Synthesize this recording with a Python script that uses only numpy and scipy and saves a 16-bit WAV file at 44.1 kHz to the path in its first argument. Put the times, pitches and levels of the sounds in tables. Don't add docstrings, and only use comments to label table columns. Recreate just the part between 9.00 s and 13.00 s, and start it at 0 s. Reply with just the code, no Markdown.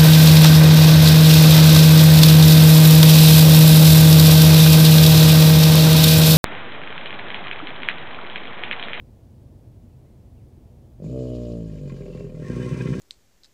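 import sys
import numpy as np
from scipy import signal
from scipy.fft import rfft, irfft
from scipy.io import wavfile

SR = 44100
rng = np.random.default_rng(int(sys.argv[2]) if len(sys.argv) > 2 else 0)


def file_out(sig):
    cols = np.atleast_2d(sig).T
    lim = np.clip(cols, -1, 1)
    pcm = np.round(lim * 32767).astype(np.int16)
    wavfile.write(sys.argv[1], SR, pcm)


N = 176400
T = np.arange(N) / SR

# (frequency [Hz], relative gain [dB])
RUMBLE_COLOUR = [(12, -52), (20, -14), (49, -1.5), (112, 0), (137, -0.5), (153, -11.5), (245, -8),
                 (266, -16.5), (324, -13.5), (404, -19), (597, -22), (1380, -42), (15500, -51)]
RUMBLE_DB = -46.5
# (time [s], length [s], start [Hz], end [Hz], peak level [dB])
BIRD_NOTES = [(0.885, 0.065, 3140, 2400, -78), (1.038, 0.06, 1850, 2230, -75),
              (1.356, 0.087, 3300, 1570, -75.5)]
# (frequency [Hz], relative gain [dB])
FIZZ_LEVEL = [(3.35, -72), (3.47, -58.5), (3.62, -54.5), (3.78, -54), (4.0, -53.5)]
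FIZZ_COLOUR = [(700, -24), (1500, -12), (2600, 4.5), (3700, 0), (6300, 2), (7200, -5), (8100, 0.5),
               (8800, -9.5), (9700, -6.5), (11000, -19.5)]
# (time [s], level [dB])
HISS_LEVEL = [(1.98, -94), (2.05, -63), (2.25, -59), (2.45, -61), (2.6, -64.5), (3.15, -63), (3.37, -69.5),
              (3.5, -70)]
# (frequency [Hz], width [Hz] before scaling, relative gain [dB])
NOSTRIL_RESONANCES = [(2497, 100, 2.5), (2970, 260, 4), (4360, 1600, 0), (7030, 670, -0.5),
                      (9400, 2000, -14)]
NOSTRIL_WIDTH_SCALE = 1.78
# (centre [s], half length to 1/e [s], frequency [Hz], width [Hz], peak level [dB])
WHEEZES = [(3.174, 0.086, 2700, 69.5, -63), (3.477, 0.048, 1850, 200, -53)]
# (time [s], length [s], start frequency [Hz], peak level [dB])
MOANS = [(2.709, 0.11, 599, -49), (2.94, 0.2, 420, -39.5), (3.123, 0.23, 427, -40)]
MOAN_SAG_HZ_PER_S, MOAN_WAVER_RATIO, MOAN_FLICKER_DB = 210, .012, 2
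# (time [s], level [dB] before trim and throb bursts)
RASP_LEVEL = [(1.98, -100), (2.05, -70), (2.7, -68.5), (2.95, -60.5), (3.37, -59), (3.46, -54),
              (3.505, -47.5), (3.78, -45.5), (3.84, -47.5), (4.0, -49)]
RASP_TRIM_DB = -1.5
# (frequency [Hz], width [Hz] before scaling, relative gain [dB])
THROAT_RESONANCES = [(993, 66, -3), (1076, 48, 4), (1376, 48, -4), (1620, 69, 0), (1836, 130, -5),
                     (2048, 31, 0.5), (2348, 69, -3.5), (2450, 72, -3.5), (2667, 42, -9), (3007, 26, -5),
                     (3600, 430, -18)]
THROAT_WIDTH_SCALE, THROAT_FLICKER_DB = 1.34, 2.5
SHUT_TILT_DB_PER_OCT, OPEN_S, OPEN_SPREAD_S = 0.5, 3.42, 0.068
AIR_LENGTH_TURNS, AIR_LEAK, TICK_AIR, TICK_SPREAD_DB = .25, .3, .55, 3.5
# (time [s], boom peak [dB], rasp lift [0-1])
THROBS = [(3.583, -27.5, 0), (3.618, -27, 0.23), (3.73, -18, 0.04), (3.803, -27.5, .9), (3.866, -19, 0.98),
          (3.929, -19.5, 1)]
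BOOM_HALF_S, BOOM_HZ = 0.0093, 146
BURST_DB, BURST_LAG_S, BURST_HALF_S = 10.5, 0.0085, .011
# (time [s], treble peak [dB] before trim, bass peak [dB])
KNOCKS = [(2.001, -73, -32), (2.022, -68, -27.5), (2.0425, -57, -27), (2.0663, -44, -33.5),
          (2.7866, -39, -48), (2.9234, -36, -33), (3.0222, -36, -37), (3.0635, -36, -27),
          (3.1679, -42, -35), (3.2075, -38, -25)]
TICK_TRIM_DB = -11
# (frequency [Hz], relative gain [dB])
THUMP_COLOUR = [(30, -25.5), (180, 6.5), (300, -6.5), (600, -4.5), (780, -29), (4000, -64)]
TICK_COLOUR = [(500, -33), (1750, -17), (2300, 6.5), (2900, -12), (12000, -31)]
# (frequency [Hz], relative gain [dB])
FLUTTER_LEVEL = [(1.98, -70), (2.04, -33.5), (2.5, -58.5), (2.86, -36.5), (2.95, -39), (3.2, -37.5),
                 (3.42, -35.5), (3.53, -33.5), (4.0, -33)]
FLUTTER_COLOUR = [(20, -38), (42, -25), (70, -6), (105, -4), (140, 10), (175, 6), (225, -1.5), (300, -11.5),
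                  (400, 0), (460, -10), (510, -0.5), (550, -19), (590, -6.5), (660, -30.5), (780, -34),
                  (1200, -33.5), (1600, -53.5), (5000, -80)]
FLAP_WANDER_TURNS, FLAP_AIR = .07, .45
RATTLE_S, RATTLE_HALF_S, RATTLE_TREBLE_DB, RATTLE_BASS_DB = 3.08, 0.18, 6, -3
# (time [s], pitch [Hz])
PITCH_START = [(2.0, 46.5), (2.05, 49.7), (2.09, 61)]
PITCH_TONE = [(2.15, 64.7), (2.516, 58.44), (2.748, 52.08), (2.876, 46.66)]
PITCH_RATTLE = [(3.0, 43.48), (3.2, 42.06), (3.36, 37.59), (3.43, 42.25)]
PITCH_ROAR = [(3.48, 59.73), (3.598, 61.61), (4.0, 63.56)]
# (time [s], level [dB] before treble shading)
TONE_LEVEL = [(2.035, -55), (2.065, -32.5), (2.16, -27), (2.55, -29), (2.68, -33), (2.83, -35.5),
              (3.05, -42.5), (3.3, -38), (3.42, -30.5), (3.5, -64)]
# (time [s], level [dB])
ROAR_LEVEL = [(3.44, -70), (3.49, -28), (3.53, -30.5), (3.6, -29.5), (3.77, -30.5), (3.87, -29), (4.0, -29)]
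# (time [s], level [dB])
CHEST_LEVEL = [(2.5, -60), (2.7, -46), (3.5, -49), (3.6, -60)]
# (frequency [Hz], relative gain [dB])
TONE_COLOUR = [(20, -41), (45, -6), (62, -3.5), (92, -6), (128, -0.5), (140, 7.5), (172, 3), (188, -19),
               (215, -2.5), (250, -2.5), (390, -9.5), (412, -10.5), (450, -1.5), (540, -14.5), (585, -2),
               (625, -7), (660, -21), (705, -20.5), (770, -39.5), (960, -37.5), (1270, -38), (1450, -65)]
ROAR_COLOUR = [(20, -38.5), (62, -10), (124, -1.5), (186, -5), (248, -5), (310, -14), (375, -7.5),
               (435, -21), (495, -12), (560, -27.5), (680, -38), (3000, -72)]
JITTER_TURNS, SHIMMER, ROAR_JITTER_TURNS, ROAR_SHIMMER = .003, .04, .025, .2
TREBLE_DB_PER_DB = 1.76
OPENING_HZ, OPENING_WIDTH_HZ = 120, 81
BODY_HZ, BODY_WIDTH_HZ = 247, 130
SPLIT_HZ, STOP_HZ, EDGE_HZ = 326, 3000, 15800


def amp(db):
    return 10 ** (np.asarray(db) / 20)


def unit(x):
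    return x / np.sqrt(np.mean(x ** 2) + 1e-20)


def curve(points):
    return np.interp(T, *np.transpose(points))


def level(points):
    return amp(curve(points)) * (T >= points[0][0])


def bump(centre_s, half_s):
    return np.exp(-((T - centre_s) / half_s) ** 2)


def arch(start_s, length_s):
    return np.sin(np.pi * np.clip((T - start_s) / length_s, 0, 1))


def sweep(pitch_hz):
    return np.sin(2 * np.pi * np.cumsum(pitch_hz) / SR)


def drift(hz):
    f = np.fft.rfftfreq(N, 1 / SR)
    return unit(irfft(rfft(rng.standard_normal(N)) / (1 + (f / hz) ** 4), N))


def colour(x, points):
    f, db = np.transpose(points)
    hz = abs(np.fft.fftfreq(16384, 1 / SR))
    log_gain = np.log(amp(np.interp(np.log(hz + 1), np.log(f), db)))
    spectrum = np.exp(np.conj(signal.hilbert(log_gain)))
    taps = np.fft.ifft(spectrum).real[:4096]
    return signal.fftconvolve(x, taps)[:N]


def strike(clicks, points):
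    single = colour(1. * (T == 0), points)
    return colour(clicks, points) / abs(single).max()


def ring(x, hz, width_hz):
    pole = np.exp((2j * hz - width_hz) * np.pi / SR)
    for _ in range(2):
        x = signal.lfilter([1 - abs(pole)], [1, -pole], x + 1e-18)
    return 2 * x.real


def smear(x, hz, width_hz):
    r = np.exp(-np.pi * width_hz / SR)
    a = [1, -2 * r * np.cos(2 * np.pi * hz / SR), r * r]
    return signal.lfilter(a[::-1], a, x)


def treble(x):
    return signal.sosfiltfilt(signal.butter(2, SPLIT_HZ, "high", fs=SR, output="sos"), x)


def muffle(x):
    return signal.sosfilt(signal.butter(2, STOP_HZ, fs=SR, output="sos"), x)


def pulses(turns):
    whole = np.floor(np.maximum.accumulate(turns))
    return np.diff(whole, prepend=np.floor(turns[0]))


def puffs(turns, length_turns, leak):
    gate = leak + np.exp(-(turns % 1) / length_turns)
    return unit(gate * rng.standard_normal(N))


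def banks(x, t60_s, wet_db):
    t = np.arange(SR // 2) / SR
    tail = rng.standard_normal(len(t)) * amp(-60 * t / t60_s) * (t > .02)
    return x + amp(wet_db) * signal.fftconvolve(x, tail / np.linalg.norm(tail))[:N]


def background():
    return amp(RUMBLE_DB) * unit(colour(rng.standard_normal(N), RUMBLE_COLOUR))


def birds():
    notes = np.zeros(N)
    for s, length_s, start_hz, end_hz, db in BIRD_NOTES:
        progress = np.clip((T - s) / length_s, 0, 1)
        pitch_hz = start_hz + (end_hz - start_hz) * progress
        notes += amp(db) * arch(s, length_s) * sweep(pitch_hz)
    return banks(notes, t60_s=.6, wet_db=-4)


def water(turns, drops_per_s=3000, size_db=4):
    sizes = amp(size_db * np.minimum(rng.exponential(1, N), 4)) * rng.standard_normal(N)
    drops = unit(sizes * (rng.random(N) < drops_per_s / SR))
    drops *= 1 + 0.22 * np.cos(2 * np.pi * turns)
    fizz = unit(colour(drops + rng.standard_normal(N), FIZZ_COLOUR))
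    return level(FIZZ_LEVEL) * amp(drift(36)) * fizz


def hiss(turns):
    sound = np.zeros(N)
    for hz, width_hz, db in NOSTRIL_RESONANCES:
        air = puffs(turns, length_turns=0.51, leak=1.7)
        sound += amp(db + 2.2 * drift(21)) * ring(air, hz, width_hz * NOSTRIL_WIDTH_SCALE)
    return level(HISS_LEVEL) * unit(sound)


def wheezes(turns):
    out = np.zeros(N)
    for s, half_s, hz, width_hz, db in WHEEZES:
        air = puffs(turns, length_turns=.5, leak=1)
        out += amp(db) * bump(s, half_s) * unit(ring(air, hz, width_hz))
    return out


def moans():
    out = np.zeros(N)
    for s, length_s, hz, db in MOANS:
        pitch_hz = (hz - MOAN_SAG_HZ_PER_S * (T - s)) * (1 + MOAN_WAVER_RATIO * drift(25))
        out += amp(db + MOAN_FLICKER_DB * drift(30)) * arch(s, length_s) * sweep(pitch_hz)
    return out


def throat(x, tilt_db_per_oct=0):
    out = np.zeros(N)
    for hz, width_hz, db in THROAT_RESONANCES:
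        gain_db = db + tilt_db_per_oct * np.log2(hz / 2000) + THROAT_FLICKER_DB * drift(19)
        out += amp(gain_db) * ring(x, hz, width_hz * THROAT_WIDTH_SCALE)
    return out


def rasp(turns):
    air = puffs(turns + 0.02 * drift(19), AIR_LENGTH_TURNS, AIR_LEAK)
    ticks = unit(pulses(turns + 0.075 * drift(20.4)) * amp(TICK_SPREAD_DB * drift(23)))
    ticks = ticks + TICK_AIR * air
    opening = (1 + np.tanh((T - OPEN_S) / OPEN_SPREAD_S)) / 2
    shut_sound = unit(throat(ticks, SHUT_TILT_DB_PER_OCT))
    sound = opening * unit(throat(air)) + (1 - opening) * shut_sound
    boom, surge = np.zeros((2, N))
    for s, db, lift in THROBS:
        boom += amp(db) * bump(s, BOOM_HALF_S) * np.cos(2 * np.pi * BOOM_HZ * (T - s))
        surge += lift * bump(s + BURST_LAG_S, BURST_HALF_S)
    return boom + level(RASP_LEVEL) * sound * amp(BURST_DB * surge + RASP_TRIM_DB)


def knocks():
    thump, tick = np.zeros((2, N))
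    for s, treble_db, bass_db in KNOCKS:
        tick[round(s * SR)] = amp(treble_db)
        thump[round(s * SR)] = amp(bass_db)
    return strike(-thump, THUMP_COLOUR) + amp(TICK_TRIM_DB) * strike(tick, TICK_COLOUR)


def flutter(turns):
    flaps = unit(pulses(turns + FLAP_WANDER_TURNS * drift(19.1)) * amp(2 * drift(45)))
    flaps = flaps + FLAP_AIR * puffs(turns, length_turns=0.95, leak=.4)
    sound = unit(smear(colour(flaps, FLUTTER_COLOUR), BODY_HZ, BODY_WIDTH_HZ))
    upper = treble(sound)
    lower = sound - upper
    bright = bump(RATTLE_S, RATTLE_HALF_S)
    tilted = upper * amp(RATTLE_TREBLE_DB * bright) + lower * amp(RATTLE_BASS_DB * bright)
    return muffle(level(FLUTTER_LEVEL) * tilted)


def voice(turns):
    tone = -pulses(turns + JITTER_TURNS * drift(27)) * (1 + SHIMMER * drift(44))
    tone = unit(colour(tone, TONE_COLOUR))
    tone = smear(tone[::-1], OPENING_HZ, OPENING_WIDTH_HZ)[::-1]
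    effort_db = curve(TONE_LEVEL) - curve(TONE_LEVEL).max()
    treble_db = TREBLE_DB_PER_DB * effort_db - 1.0 + 0.81 * drift(9.5)
    tone += treble(tone) * (amp(treble_db) - 1)
    roar = -pulses(turns + ROAR_JITTER_TURNS * drift(28.0)) * (1 + ROAR_SHIMMER * drift(50))
    roar = unit(smear(colour(roar, ROAR_COLOUR), BODY_HZ, BODY_WIDTH_HZ))
    chest = level(CHEST_LEVEL) * unit(np.cos(2 * np.pi * turns))
    return muffle(level(TONE_LEVEL) * tone + level(ROAR_LEVEL) * roar) + chest


def scene():
    pitch_hz = curve(sorted(PITCH_START + PITCH_TONE + PITCH_RATTLE + PITCH_ROAR))
    turns = np.cumsum(pitch_hz) / SR
    turns -= np.interp(KNOCKS[0][0], T, turns)
    animal = water(turns) + hiss(turns) + wheezes(turns) + moans()
    animal += rasp(turns) + knocks() + flutter(turns) + voice(turns)
    near = banks(animal, t60_s=.45, wet_db=-17)
    return (background() + birds() + near)[None]


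def record(dry):
    taps = signal.firwin(511, EDGE_HZ, window=("kaiser", 9), fs=SR)
    return signal.oaconvolve(dry, taps[None], "same")


dry = scene()
out = record(dry)
file_out(out)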